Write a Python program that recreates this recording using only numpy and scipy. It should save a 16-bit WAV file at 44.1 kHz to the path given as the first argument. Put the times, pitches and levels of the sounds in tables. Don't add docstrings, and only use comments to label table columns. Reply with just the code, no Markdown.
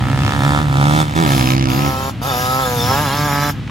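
import sys
import numpy as np
from scipy import signal
from scipy.io import wavfile
from scipy.ndimage import uniform_filter1d, map_coordinates

SR = 44100
rng = np.random.default_rng(int(sys.argv[2]) if len(sys.argv) > 2 else 0)


def bounce(signal):
    frames = np.transpose(np.atleast_2d(signal))
    limited = np.clip(frames, -1, 1)
    pcm = np.round(limited * 32767).astype(np.int16)
    wavfile.write(sys.argv[1], SR, pcm)


N = 163170
T = np.arange(N) / SR

# time in seconds, firings per second.
FOUR_STROKE_REVS = [(0, 63.57), (.12, 66.22), (.26, 68.16), (.345, 72.35), (.43, 68.32), (.61, 75.7),
                    (.66, 73), (.71, 68.37), (.8, 70.12), (1.02, 78.3), (1.1, 69), (1.21, 85),
                    (1.28, 70.75), (1.42, 63.3), (1.59, 66.52), (1.73, 64.7), (1.81, 70.44), (1.88, 70.87),
                    (2.0, 65.7)]
TWO_STROKE_REVS = [(1.2, 114.6), (1.42, 119.6), (1.55, 131), (1.68, 119.1), (1.78, 126.8), (1.86, 130.9),
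                   (1.97, 131.5), (2.09, 135.2), (2.21, 113.4), (2.282, 141.7), (2.336, 122.2),
                   (2.4, 125.4), (2.606, 132.3), (2.66, 126), (2.8, 118.8), (2.854, 123), (2.94, 137),
                   (3.025, 153.5), (3.088, 132.8), (3.158, 145.7), (3.26, 148.4), (3.296, 141.9),
                   (3.49, 146.1), (3.6, 124.4)]
FOUR_STROKE_OPEN = [(-.1, 1.017), (1.152, 1.9)]
TWO_STROKE_OPEN = [(1.25, 1.54), (1.675, 2.098), (2.212, 3.503)]
# time in seconds, then boom, bark, crack and rattle levels in dB at open throttle.
FOUR_STROKE_LEVELS = [(0, -23, -29.5, -48, -40), (.27, -23.5, -24.5, -30, -33.5),
                      (.38, -21, -25, -43, -32.5), (.46, -16, -21, -38, -29), (.58, -18.5, -21, -34.5, -31),
                      (.66, -24.5, -31, -47, -38), (.82, -14.5, -19.5, -30, -30),
                      (1.02, -16.5, -19.5, -35, -23.5), (1.2, -16, -20.5, -37, -29.5),
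                      (1.4, -16.5, -24, -25.5, -31.5), (1.6, -18, -31, -27.5, -46),
                      (1.88, -19.5, -27, -34.5, -45.5), (2.05, -49, -34, -56, -50)]
# time in seconds, then howl and upper overtone levels in dB at open throttle.
TWO_STROKE_LEVELS = [(1.2, -33, -39), (1.5, -32.5, -42), (1.72, -30, -47), (1.86, -27.5, -36),
                     (2.09, -25.5, -41.5), (2.23, -28, -43), (2.28, -22.5, -34), (2.34, -23.5, -33.5),
                     (2.6, -21.5, -31), (2.8, -28, -35.5), (2.91, -19.5, -30.5), (3.02, -23.5, -31.5),
                     (3.16, -27, -33.5), (3.3, -23.5, -30), (3.6, -24, -29)]
# time in seconds, left side's delay in ms, left minus right in dB.
FOUR_STROKE_PLACE = [(0, 0.055, -3), (1.4, 0.41, -3), (2, 0.41, -1)]
TWO_STROKE_PLACE = [(2, -0.16, 0.24), (2.5, -0.21, -0.27), (3.2, -0.012, -1.98)]
# multiple of the firing rate, relative level in dB.
PIPE_AHEAD = [(1, -9.5), (2, 4), (3, -8), (4, -5.5), (5, -15.5)]
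PIPE_BEHIND = [(1, -9), (2, 0), (3, -9), (4, -3.5), (5, -8), (6, -23), (7, -19)]
# time in seconds, level in dB.
HUM_LEVELS = [(1.2, -45), (2.7, -31), (3.0, -28.5), (3.6, -25.5)]
RUSH_LEVELS = [(1.2, -41), (1.32, -31), (1.55, -37), (1.75, -33.5), (2.1, -35.5), (2.3, -32), (2.45, -30.5),
               (2.75, -31.5), (2.95, -28), (3.1, -31.5), (3.6, -31)]
DRONE_LEVELS = [(0, -20.5), (1.8, -25.5), (2.6, -28), (2.9, -23), (3.15, -27), (3.7, -26.5)]
FAR_POPS = [(3.676, -18), (3.696, -19)]
# frequency in Hz, relative level in dB.
BARK_COLOUR = [(300, -39), (420, -11), (560, -0.5), (740, 5), (900, -1), (1100, 2.5), (1300, 3.5),
               (1500, -2.5), (1750, -1), (2400, -11.5)]
CRACK_COLOUR = [(1600, -6), (2250, 5), (2900, 3), (4200, -1), (5500, -3), (8000, -14)]
RATTLE_COLOUR = [(2800, -7), (3450, 12), (4200, 1), (7500, -1.5), (16000, -15)]
HOWL_COLOUR = [(250, -48), (370, 11.5), (500, 9), (640, 11), (790, 15), (920, 14), (1040, 13.5), (1160, 9),
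               (1290, 16.5), (1420, 7.5), (1600, -4.5)]
HUM_COLOUR = [(140, 5), (290, -1.5)]
UPPER_COLOUR = [(1400, -23.5), (1610, 16), (1800, 2.5), (2200, 6.5), (2700, -5.5)]
RUSH_BODY_COLOUR = [(900, -24), (2350, 0), (3600, 4), (4400, -0.5), (5300, 4), (6200, -3), (7000, 0.5),
                    (8300, -24.5)]
RUSH_TOP_COLOUR = [(8000, 2.33), (10000, 8.9), (16000, 9)]
DRONE_COLOUR = [(25, -24), (60, -7), (115, 5), (200, -5.5), (280, -6.5), (400, -21), (3000, -22),
                (16000, -56.5)]
# start and end in seconds, pitch in Hz, level in dB.
RINGING_PARTS = [(1.298, 1.58, 5180, -40), (2.239, 2.383, 3580, -35), (2.6, 2.699, 3553, -35),
                 (2.75, 2.872, 3573, -28.5), (2.76, 3, 5300, -31.5)]


def four_stroke():
    hz = curve(FOUR_STROKE_REVS) * (1 + 0.002256 * wander(12.0))
    clicks, puffs = firings(hz, jitter_ms=0.022, spread_db=0.9, puff_ms=1.4)
    angle = 2 * np.pi * (np.cumsum(hz) / SR - .4)
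    turn = np.interp(T, (1.05, 1.47), [0, 1])
    ahead, behind = (unit_level(sum(gain_of(db) * np.cos(k * (angle - 0.62)) for k, db in tones))
                     for tones in (PIPE_AHEAD, PIPE_BEHIND))
    boom = -((1 - turn) * ahead + turn * behind) * level(FOUR_STROKE_LEVELS, 1)
    boom *= throttle(FOUR_STROKE_OPEN, open_ms=5.9, shut_ms=7.77, shut_db=-12.5)
    gate = throttle(FOUR_STROKE_OPEN, open_ms=3.7, shut_ms=11, shut_db=-11.5)
    bounced = echoed(clicks, delay_ms=2.244, share=0.45)
    bark = colour(bounced + (0.033 + 0.077 * turn) * puffs, BARK_COLOUR)
    bark = -shimmer(bark, depth_db=0.85, bins=8) * level(FOUR_STROKE_LEVELS, 2) * gate
    crack = colour(puffs + 7 * clicks, CRACK_COLOUR) * level(FOUR_STROKE_LEVELS, 3) * gate
    air = rng.standard_normal((3, N))
    hiss = (0.93 + 1.46 * turn) * unit_level(puffs) + air[0] + .5 * air[1:]
    rattle = colour(hiss, RATTLE_COLOUR) * level(FOUR_STROKE_LEVELS, 4) * gate
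    sharp = placed(bark + crack, FOUR_STROKE_PLACE, pan_db=curve(FOUR_STROKE_PLACE, 2))
    return placed(boom, FOUR_STROKE_PLACE, pan_db=-2.6) + sharp + rattle


def two_stroke():
    hz = curve(TWO_STROKE_REVS) * (1 + 0.0021 * wander(25.6))
    clicks, puffs = firings(hz, jitter_ms=0.006, spread_db=0.2, puff_ms=1.33)
    pipe = echoed(clicks, delay_ms=500 / hz, share=0.28)
    howl = colour(pipe + .05 * puffs, HOWL_COLOUR)
    howl = shimmer(howl, depth_db=1.2, bins=6) * level(TWO_STROKE_LEVELS, 1)
    hum = colour(clicks, HUM_COLOUR) * level(HUM_LEVELS)
    upper = colour(clicks + 0.088 * puffs, UPPER_COLOUR) * level(TWO_STROKE_LEVELS, 2)
    growl = swell(2.5, 2.95, db=-25) * np.sin(2 * np.pi * 4 * np.cumsum(hz) / SR)
    gate = throttle(TWO_STROKE_OPEN, open_ms=3.1, shut_ms=2.0, shut_db=-21.5)
    engine = (howl + hum + upper + growl) * gate
    return placed(engine, TWO_STROKE_PLACE, pan_db=curve(TWO_STROKE_PLACE, 2)), puffs


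def firings(hz, jitter_ms, spread_db, puff_ms):
    turns = np.cumsum(hz) / SR
    chance = rng.standard_normal((800, 2))[:int(turns[-1])]
    centres = np.interp(np.arange(len(chance)) + .5, turns, np.arange(N))
    centres += chance[:, 0] * jitter_ms * SR / 1000
    nearby = np.clip(centres.astype(int)[:, None] + np.arange(-8, 9), 0, N - 1)
    offset = nearby - centres[:, None]
    shape = np.sinc(offset) * np.cos(offset * np.pi / 18) ** 2
    clicks = np.zeros(N)
    np.add.at(clicks, nearby, gain_of(spread_db * chance[:, 1:]) * shape)
    fall = np.exp(-1000 / (puff_ms * SR))
    return clicks, signal.lfilter([1], [1, -fall], clicks) * rng.standard_normal(N)


def throttle(spans, open_ms, shut_ms, shut_db):
    opening = sum(np.clip((T - start) * 1000 / open_ms, 0, 1)
                  * np.exp(-np.maximum(T - end, 0) * 1000 / shut_ms) for start, end in spans)
    return gain_of(shut_db) + (1 - gain_of(shut_db)) * np.minimum(opening, 1)


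def rush(puffs):
    shared, left, right, shaking = rng.standard_normal((4, N))
    core = shimmer(shared + 0.12 * unit_level(puffs), depth_db=6.0, bins=2)
    core *= gain_of(0.5 * wander(37))
    body = colour(np.array([core + left, core + 0.41 * right]), RUSH_BODY_COLOUR)
    late = placed(core, [(0, 0.1685)], pan_db=0)
    top = colour(late + np.array([left, right]) / 4, RUSH_TOP_COLOUR) * gain_of(-1)
    gate = throttle(TWO_STROKE_OPEN, open_ms=24, shut_ms=14.4, shut_db=-30.0)
    rings = np.zeros(N)
    for start, end, hz, db in RINGING_PARTS:
        ring = signal.lfilter(*signal.iirpeak(hz, Q=120, fs=SR), shaking)
        rings += swell(start, end, db) * unit_level(ring)
    return (body + top) * level(RUSH_LEVELS) * gate + rings * gain_of([[1.5], [-1.5]])


def bank_echoes(x, fade_s=0.11):
    t = np.arange(SR // 4) / SR
    taps = rng.choice([-1., 1.], (2, len(t))) * (rng.random((2, len(t))) < .04)
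    taps *= gain_of(-60 * t / fade_s) * (t > .004)
    echoes = signal.oaconvolve(x, taps / np.linalg.norm(taps[0]), axes=1)[:, :N]
    return signal.lfilter(*signal.butter(2, 250, "high", fs=SR), echoes)


def far_bikes(firing_hz=52.04):
    clicks = sum(firings(hz * (1 + .05 * wander(4)), jitter_ms=0.42, spread_db=2.4, puff_ms=6.0)[0]
                 for hz in (firing_hz, 1.37 * firing_hz))
    thumps = signal.lfilter(*signal.butter(2, 500, fs=SR), clicks) / np.std(clicks)
    blur = rng.standard_normal((3, N))
    drone = colour(thumps + .5 * blur[0] + 0.3 * blur[1:], DRONE_COLOUR) * level(DRONE_LEVELS)
    pops, t = np.zeros(N + 900), np.arange(900) / SR
    for start, db in FAR_POPS:
        pops[round(start * SR):][:900] += gain_of(db) * np.exp(-t / 0.0037) * rng.standard_normal(900)
    return drone + signal.lfilter(*signal.butter(2, [800, 2700], "band", fs=SR), pops[:N])


def shimmer(x, depth_db, bins):
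    spectrum = signal.stft(x, nperseg=1024)[2]
    ripple = rng.standard_normal(spectrum.T.shape)
    ripple = uniform_filter1d(ripple, size=9 * bins // 2, axis=0)
    ripple = uniform_filter1d(ripple, size=bins, axis=1)
    spectrum *= gain_of(depth_db * unit_level(ripple).T)
    return unit_level(signal.istft(spectrum, nperseg=1024)[1][:N])


def colour(x, points):
    freqs, db = np.transpose(points)
    hz = np.abs(np.fft.fftfreq(8192, 1 / SR)) + 1
    octaves_outside = np.maximum(np.log2(freqs[0] / hz), 0) + np.maximum(np.log2(hz / freqs[-1]), 0)
    shape_db = np.interp(np.log(hz), np.log(freqs), db) - 24 * octaves_outside
    log_gain = np.log(gain_of(np.maximum(shape_db, -90)))
    taps = np.fft.ifft(np.exp(np.conj(signal.hilbert(log_gain)))).real[:4096]
    return unit_level(signal.oaconvolve(x, taps[None] if x.ndim > 1 else taps)[..., :N])


def echoed(x, delay_ms, share):
    return x + share * np.interp(T - delay_ms / 1000, T, x)


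def placed(x, place, pan_db):
    left = map_coordinates(x, [np.arange(N) - curve(place) * SR / 1000], order=3, mode="nearest")
    return np.array([left * gain_of(pan_db / 2), x * gain_of(-pan_db / 2)])


def swell(start, end, db):
    return gain_of(db) * np.sin(np.pi * np.clip((T - start) / (end - start), 0, 1))


def wander(rate_hz):
    return unit_level(signal.lfilter(*signal.butter(2, rate_hz, fs=SR), rng.standard_normal(N)))


def level(rows, column=1):
    inside = (T >= rows[0][0] - 1e-3) & (T <= rows[-1][0] + 1e-3)
    return gain_of(curve(rows, column)) * uniform_filter1d(inside * 1., 600, mode="nearest")


def curve(rows, column=1):
    return np.interp(T, [row[0] for row in rows], [row[column] for row in rows])


def gain_of(db):
    return 10 ** (np.asarray(db) / 20)


def unit_level(x):
    return x / np.sqrt(np.mean(x ** 2) + 1e-20)


def scene():
    howl, puffs = two_stroke()
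    near = four_stroke() + howl
    return near + gain_of(-12) * bank_echoes(near) + rush(puffs) + far_bikes()


def record(dry, mic_db=2.7, cutoff_hz=16100):
    squashed = np.tanh(dry * gain_of(mic_db) / .98) * .98
    treble_cut = signal.firwin(511, cutoff_hz, window=("kaiser", 9), fs=SR)
    return signal.oaconvolve(squashed, treble_cut[None], "same")


dry = scene()
out = record(dry)
bounce(out)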